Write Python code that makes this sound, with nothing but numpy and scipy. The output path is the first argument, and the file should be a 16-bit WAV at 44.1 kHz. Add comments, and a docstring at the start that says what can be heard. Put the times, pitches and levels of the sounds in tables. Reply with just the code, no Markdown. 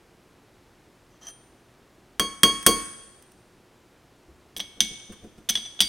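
"""A steel spoon scrapes off the rim of a beer glass at a wooden table in a quiet living room, then strikes
the glass three times: cracks with clear ringing. Later it clicks, slips and bites under a bottle's crown cap.
Struck objects are sums of decaying sines; cracks, scuffs and thuds are shaped, dying noise. Blows thump
through the table, the room adds a tail, and a close, nearly mono microphone overloads on the hardest."""
import sys
import numpy as np
from scipy import signal
from scipy.fft import rfft, irfft
from scipy.io import wavfile

SR = 44100
rng = np.random.default_rng(int(sys.argv[2]) if len(sys.argv) > 2 else 0)


def unload_wav(signal):
    """Save mono or channel-first audio to the path in sys.argv[1] as 16-bit WAV at rate SR, clipped to [-1, 1]."""
    wavfile.write(
        sys.argv[1],
        SR,
        np.round(np.clip(np.atleast_2d(signal).T, -1, 1) * 32767).astype(np.int16),
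    )


N = 259308
RING_SIZE = SR  # samples that a blow is followed for
AGE = np.arange(RING_SIZE) / SR  # seconds since the blow

# The steady hush of the room. Each row: frequency in Hz, relative density in dB per Hz.
AIR_SPECTRUM = [(15, -32), (25, -3), (229, -3.5), (335, -2.5), (363, -4.5), (394, -4), (530, -7.5),
                (1560, -14.5), (11200, -29.5), (16000, -37.5)]
AIR_DB = -57.5
# Hum of a household appliance. Each row: frequency in Hz, level in dB.
APPLIANCE_HUM = [(120, -68.5), (361, -66.5)]
# The room's tail by band. Each row: band centre in Hz, strength in dB, decay time t60 in seconds.
ROOM_BANDS = [(100, -13, 1), (400, -15.5, 0.77), (1500, -13.5, 1), (3300, -15, 1), (6000, -16.5, 1),
              (7500, -14, 1), (9600, -11.5, 1), (10600, -26, 0.18), (13000, -17.5, 0.5), (15340, -22.5, .4)]

# Strokes of the spoon's handle over the rim. Each row: start in seconds, length in seconds,
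# level in dB before the swell.
HANDLE_STROKES = [(1.1, 0.07, -74), (1.21, 0.094, -52)]
SLIDE_ATTACK_S, SLIDE_RELEASE_S, SLIDE_SWELL_DB_PER_S = 0.0045, 0.0068, 48
# Light touches of the loose spoon. Each row: start in seconds, ring in dB, tick in dB.
SPOON_TOUCHES = [(1.2693, -37.5, -58), (1.287, -39.5, -48), (2.628, -62, -34), (3.224, -73, -47.5),
                 (3.318, -71, -51)]
# Modes of the loose spoon. Each row: frequency in Hz, level in dB, t60 in seconds before the fingers damp it.
SPOON_MODES = [(3190, -4, .48), (5960, -3, .33), (6020, -6, 1.3), (6121, -3, .15), (7553, -24, .5),
               (9109, -14, 1.3), (10450, -21, .33), (12400, -23, .15), (14000, -25, .15)]
# Spectrum of the handle's rasp. Each row: frequency in Hz, relative density in dB per Hz.
RASP_SPECTRUM = [(300, -22), (650, 13), (950, 2), (1250, 10), (1500, 0), (1750, 13), (2600, -19), (4000, 2),
                 (6000, -1), (12000, -18), (15500, -28)]

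# Spoon on glass. Each row: start in seconds, ring in dB, lift of the favoured modes in dB, clack in dB,
# tilt of the clack in dB per octave.
GLASS_TAPS = [(2.1963, -25.5, 6, -14, -0.37), (2.4329, -18.5, 9, -7, -0.5), (2.6643, -17.5, 2, -3, 2.5)]
TAP_FAVOURED_HZ = 3257
TAP_THUMP_DB = -17.5  # relative to the clack
# Modes of the glass. Each row: frequency in Hz, level in dB before the lift, t60 in seconds.
GLASS_MODES = [(1064, -7, .17), (1101, -1, .48), (2239, -12, .58), (3257, 1, .27), (3271, -11, .55),
               (4448, -7, .38), (4712, -7, .33), (4684, -13, .22), (6162, -9, .28), (6356, -13, .48),
               (6570, -15, .5), (8727, -12, .45), (8793, -13, .45), (9157, -14, .6), (9351, -15, .6)]
# Dense, quickly dying vibration of a knock. Each row: frequency in Hz, relative density in dB per Hz before tilt.
CLACK_SPECTRUM = [(100, -6), (400, 2.5), (850, -17.5), (1100, 2.5), (1550, 2), (2400, -3), (3100, 0),
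                  (3900, -10.5), (6000, 0), (7300, -10), (8800, 5), (10500, -5.5), (15500, -10.5)]
# Modes of the table top. Each row: frequency in Hz, level in dB, t60 in seconds before any muffling.
TABLE_MODES = [(47, -12, .42), (200, -8, .12), (218, 1, .23), (294, 0, .23), (327, 1.5, .24), (386, -4, .2),
               (448, -2, .25), (517, -7, .22), (716, -8, .25)]
# Dull body of the table. Each row: frequency in Hz, relative density in dB per Hz before tilt.
THUD_SPECTRUM = [(30, -26), (85, -14), (140, -13.5), (205, 2), (255, -13), (380, -1), (480, -1.5),
                 (600, -10), (1000, -28), (3000, -52)]

# Forearm settling on the table top: start in seconds, level in dB, frequency in Hz, t60 in seconds.
FOREARM_LEAN = (4.285, -47, 70, .35)
# Bottle and hand shifting on the table. Each row: start in seconds, table bump in dB, scuff in dB.
BOTTLE_NUDGES = [(4.281, -50, -76.5), (4.56, -41, -72), (4.77, -46, -61), (4.9, -42, -81),
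                 (5.093, -39.5, -57.5), (5.12, -54.5, -40.5), (5.22, -43.5, -60), (5.238, -38.5, -51),
                 (5.377, -46.5, -50.5)]

# Spoon on cap. Each row: start in seconds, click in dB, spoon ring in dB, pitch of the cap's clack in Hz.
CAP_BITES = [(4.5648, -29.5, -48, 3330), (4.595, -32.5, -51, 5860), (4.602, -23.5, -49.5, 3324),
             (4.805, -9, -34, 6070), (5.4886, -33, -44, 3400), (5.4925, -16.5, -39.5, 6200),
             (5.497, -16.5, -40, 6050), (5.5539, -19, -33.5, 3398), (5.573, -27, -54, 3300),
             (5.652, -54, -51.5, 3440), (5.66, -39, -54.5, 6020), (5.792, -39, -48, 3350),
             (5.8047, -7.5, -44, 3240), (5.8208, -15.5, -41, 3384)]
HARD_CLICK_DB, BITE_BRIGHTENING = -7.5, 0.26  # softer bites are duller, by this many dB per octave for each dB
BOTTLE_RING_DB, BITE_THUMP_DB = -24.5, -27  # relative to the click
GRIP_DB_PER_S = 6.5  # the tightening hand mutes the bottle
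CAP_CLACK_DB, CAP_CLACK_T60_S = 20.5, 0.07  # level relative to the spoon's ring
CONTACT_S = 0.00016  # time for the edge to press home
# Spectrum of the snapping cap. Each row: frequency in Hz, relative density in dB per Hz before tilt.
CLICK_SPECTRUM = [(200, -38.5), (450, -21.5), (720, -13), (1200, -17.5), (1700, -7), (2700, -7),
                  (3270, 13.5), (4100, -0.5), (5200, 0.5), (6050, 3.5), (7200, -14.5), (8800, 0),
                  (10800, -14), (12500, -11.5), (15500, -23)]
# Modes of the spoon wedged under the cap. Each row: frequency in Hz, level in dB, t60 in seconds.
WEDGED_SPOON_MODES = [(2940, -12, .25), (3232, -3, .2), (3309, 1, .42), (3380, -2, .09), (3644, -8, .17),
                      (3752, -10, .2), (4710, -14, .45), (4980, -16, .33), (6002, 0, .22), (6035, -9, .8),
                      (6163, 0, .35), (8680, -13, .5), (9130, -14, .5)]
# Modes of the bottle. 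Each row: frequency in Hz, level in dB, t60 in seconds.
BOTTLE_MODES = [(2226, -0.5, 0.6), (5130, -11, 0.3), (6610, -12, 0.3), (9290, -15, 0.91)]
# The spoon skids free of the cap and sings: start in seconds, level in dB, frequency in Hz, t60 in seconds.
FREE_SKID = (5.8044, -26, 4712, .6)
# The edge grates over the crimps. Each row: start in seconds, length in seconds, level in dB before scatter.
CRIMP_GRATES = [(4.565, 0.017, -32), (4.596, 0.014, -37), (5.49, .015, -21.5), (5.803, 0.016, -18.5)]


def amp(db):
    """Decibels to gain."""
    return 10 ** (np.asarray(db) / 20)


def fade(t60):
    """Exponential decay after a blow, down 60 dB after t60 seconds."""
    return np.exp(-np.log(1000) * AGE / t60)


def onset(rise_s):
    """Smooth attack that approaches full level with a time constant in seconds."""
    return 1 - np.exp(-AGE / rise_s)


def octaves(size):
    """The spectrum's bins on a logarithmic pitch scale, where the tables are interpolated."""
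    return np.log2(np.maximum(np.fft.rfftfreq(size, 1 / SR), 1))


def noise(spectrum, tilt_db=0, size=RING_SIZE):
    """Random-phase noise of rms 1 with a given spectrum, tilted by some dB per octave."""
    hz, db = np.transpose(spectrum)
    gain = amp(np.interp(octaves(size), np.log2(hz), db + tilt_db * np.log2(hz)))
    x = irfft(gain * np.exp(2j * np.pi * rng.random(len(gain))), size)
    return x / x.std()


def ring(modes, favoured_hz=1000, lift_db=0, reach=0.035):
    """Decaying modes that start together; the spot that is hit favours those near one pitch."""
    hz, db, t60 = np.transpose(modes)[:, :, None]
    closeness = np.exp(-(np.log(hz / favoured_hz) / reach) ** 2)
    level = amp(db + lift_db * closeness)
    return np.sum(level * fade(t60) * np.sin(2 * np.pi * hz * AGE), axis=0)


def add(track, s, sound):
    """Mix a sound into the track at time s."""
    start = int(s * SR)
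    track[start:start + len(sound)] += sound[:N - start]


def room_hush():
    """Steady background noise of the room at unit gain times its level."""
    return amp(AIR_DB) * noise(AIR_SPECTRUM, size=N)


def appliance_hum():
    """A household appliance hums on steady sine tones."""
    time = np.arange(N) / SR
    return sum(amp(db) * np.sin(2 * np.pi * hz * time) for hz, db in APPLIANCE_HUM)


def slide_stroke():
    """Each stroke takes hold, swells as the hand presses on, and lets go."""
    stroke = np.zeros(N)
    for s, length_s, db in HANDLE_STROKES:
        swell = amp(db + SLIDE_SWELL_DB_PER_S * np.minimum(AGE, length_s))
        release = np.exp(-np.maximum(AGE - length_s, 0) / SLIDE_RELEASE_S)
        add(stroke, s, swell * onset(SLIDE_ATTACK_S) * release)
    return stroke


def spoon_lift(grain_db=4, rasp_db=-5):
    """The handle drags over the rim: tiny catches keep the spoon ringing, and a few touches tick."""
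    stroke = slide_stroke()
    catches = rng.standard_normal(N) * amp(grain_db * rng.standard_normal(N))  # uneven sizes
    steel = ring(SPOON_MODES) * fade(0.064)  # the fingers damp it
    tones = signal.fftconvolve(stroke * catches / catches.std(), steel / np.linalg.norm(steel))[:N]
    knocks = amp(rasp_db) * stroke * noise(RASP_SPECTRUM, size=N)
    for s, ring_db, tick_db in SPOON_TOUCHES:
        add(tones, s, amp(ring_db) * ring(SPOON_MODES) * fade(1.0))
        add(knocks, s, amp(tick_db) * noise(CLACK_SPECTRUM, tilt_db=1.5) * fade(0.026))
    return np.array([knocks, tones])


def room_tail(build_s=0.0084):
    """Diffuse response of the room: each band has its own strength and decay."""
    hz, db, t60 = np.transpose(ROOM_BANDS)
    octave = octaves(RING_SIZE)
    white = rfft(rng.standard_normal(RING_SIZE))
    tail = 0
    for band, band_db, band_t60 in zip(np.eye(len(hz)), db, t60):
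        shape = fade(band_t60) * onset(build_s)
        # one band's weight slopes to zero at its neighbours' centres
        band_noise = irfft(white * np.interp(octave, np.log2(hz), band), RING_SIZE)
        tail = tail + amp(band_db) * shape / np.linalg.norm(shape) * band_noise
    return tail


def table(thud_db, thud_t60, tilt_db, rise_s=0.0031):
    """The table top answers a blow a little late, with a few low modes and a dull thud."""
    thud = amp(thud_db) * noise(THUD_SPECTRUM, tilt_db) * fade(thud_t60)
    return (ring(TABLE_MODES) + thud) * onset(rise_s)


def glass_taps(crack_t60=0.024, rattle_db=-13, rattle_t60=.16):
    """Each tap cracks, leaves the glass ringing and drives its foot into the table."""
    knocks, tones = np.zeros((2, N))
    for s, ring_db, lift_db, clack_db, tilt_db in GLASS_TAPS:
        decay = fade(crack_t60) + amp(rattle_db) * fade(rattle_t60)
        clack = noise(CLACK_SPECTRUM, tilt_db) * decay
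        thump = amp(TAP_THUMP_DB) * table(thud_db=3.5, thud_t60=.18, tilt_db=-0.5)
        add(knocks, s, amp(clack_db) * (clack + thump))
        add(tones, s, amp(ring_db) * ring(GLASS_MODES, TAP_FAVOURED_HZ, lift_db))
    return np.array([knocks, tones])


def nudges(scuff_t60=0.083):
    """The forearm settles, and the gripped bottle rocks on the table with soft bumps and scuffs."""
    out = np.zeros(N)
    s, db, hz, t60 = FOREARM_LEAN
    add(out, s, ring([(hz, db, t60)]) * (1 - fade(0.045)))
    for s, table_db, scuff_db in BOTTLE_NUDGES:
        bump = table(thud_db=6, thud_t60=0.18, tilt_db=-8.0, rise_s=0.012) * fade(0.23)
        scuff = noise(CLACK_SPECTRUM, tilt_db=-2.5) * fade(scuff_t60) * (1 - fade(.02))
        add(out, s, amp(table_db) * bump + amp(scuff_db) * scuff)
    return out


def cushioned(x, edge_hz=230, lift_db=3):
    """The hand around the bottle softens what reaches the table and adds its weight to it."""
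    lowpass = signal.butter(4, edge_hz, fs=SR, output="sos")
    return amp(lift_db) * signal.sosfilt(lowpass, x)


def cap_levering(snap_t60=0.023, buzz_db=-14, buzz_t60=0.19):
    """The edge slips on the crimps; each slip snaps the cap, which clacks, and rings spoon and bottle."""
    knocks, tones = np.zeros((2, N))
    for s, click_db, spoon_db, cap_hz in CAP_BITES:
        decay = fade(snap_t60) + amp(buzz_db) * fade(buzz_t60)
        click = noise(CLICK_SPECTRUM, BITE_BRIGHTENING * (click_db - HARD_CLICK_DB)) * decay
        cap_clack = ring([(cap_hz, spoon_db + CAP_CLACK_DB, CAP_CLACK_T60_S)])
        snap = (amp(click_db) * click + cap_clack) * onset(CONTACT_S)
        thump = cushioned(table(thud_db=2.5, thud_t60=0.25, tilt_db=1.5))
        add(knocks, s, snap + amp(click_db + BITE_THUMP_DB) * thump)
        bottle_db = click_db + BOTTLE_RING_DB - GRIP_DB_PER_S * (s - CAP_BITES[0][0])
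        add(tones, s, amp(spoon_db) * ring(WEDGED_SPOON_MODES) + amp(bottle_db) * ring(BOTTLE_MODES))
    s, db, hz, t60 = FREE_SKID
    add(tones, s, ring([(hz, db, t60)]))
    return np.array([knocks, tones])


def crimp_grating(count=4, tilt_db=11, tick_t60=0.015, scatter_db=2, jitter_s=0.0016):
    """Skating over the crimps, the edge sheds a quick, uneven run of thin ticks."""
    out = np.zeros(N)
    for s, length_s, db in CRIMP_GRATES:
        scatter = rng.standard_normal((count, 2))
        for delay, (late, size) in zip(np.linspace(0, length_s, count), scatter):
            tick = noise(CLICK_SPECTRUM, tilt_db) * fade(tick_t60)
            add(out, s + delay + jitter_s * abs(late), amp(db + scatter_db * size) * tick)
    return out


def scene(tone_room_db=-5, side_db=-3.5, air_side_db=-19):
    """All sources sit in the middle; only the room and its steady hush have a little width."""
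    knocks, tones = spoon_lift() + glass_taps() + cap_levering()
    knocks = knocks + crimp_grating() + nudges()
    spill = knocks + amp(tone_room_db) * tones  # the ringing reaches the microphone mostly directly
    mid_room = signal.fftconvolve(spill, room_tail())[:N]
    side_room = signal.fftconvolve(spill, room_tail())[:N]
    mid = knocks + tones + mid_room + room_hush() + appliance_hum()
    side = amp(side_db) * side_room + amp(air_side_db) * room_hush()
    return np.array([mid + side, mid - side])


def record(dry):
    """The hardest blows clip at full scale, and the top is cut."""
    top_cut = signal.ellip(8, .2, 70, 15900, fs=SR, output="sos")  # steep low-pass, edge in Hz
    return signal.sosfilt(top_cut, np.clip(dry, -1, 1))


dry = scene()
out = record(dry)
unload_wav(out)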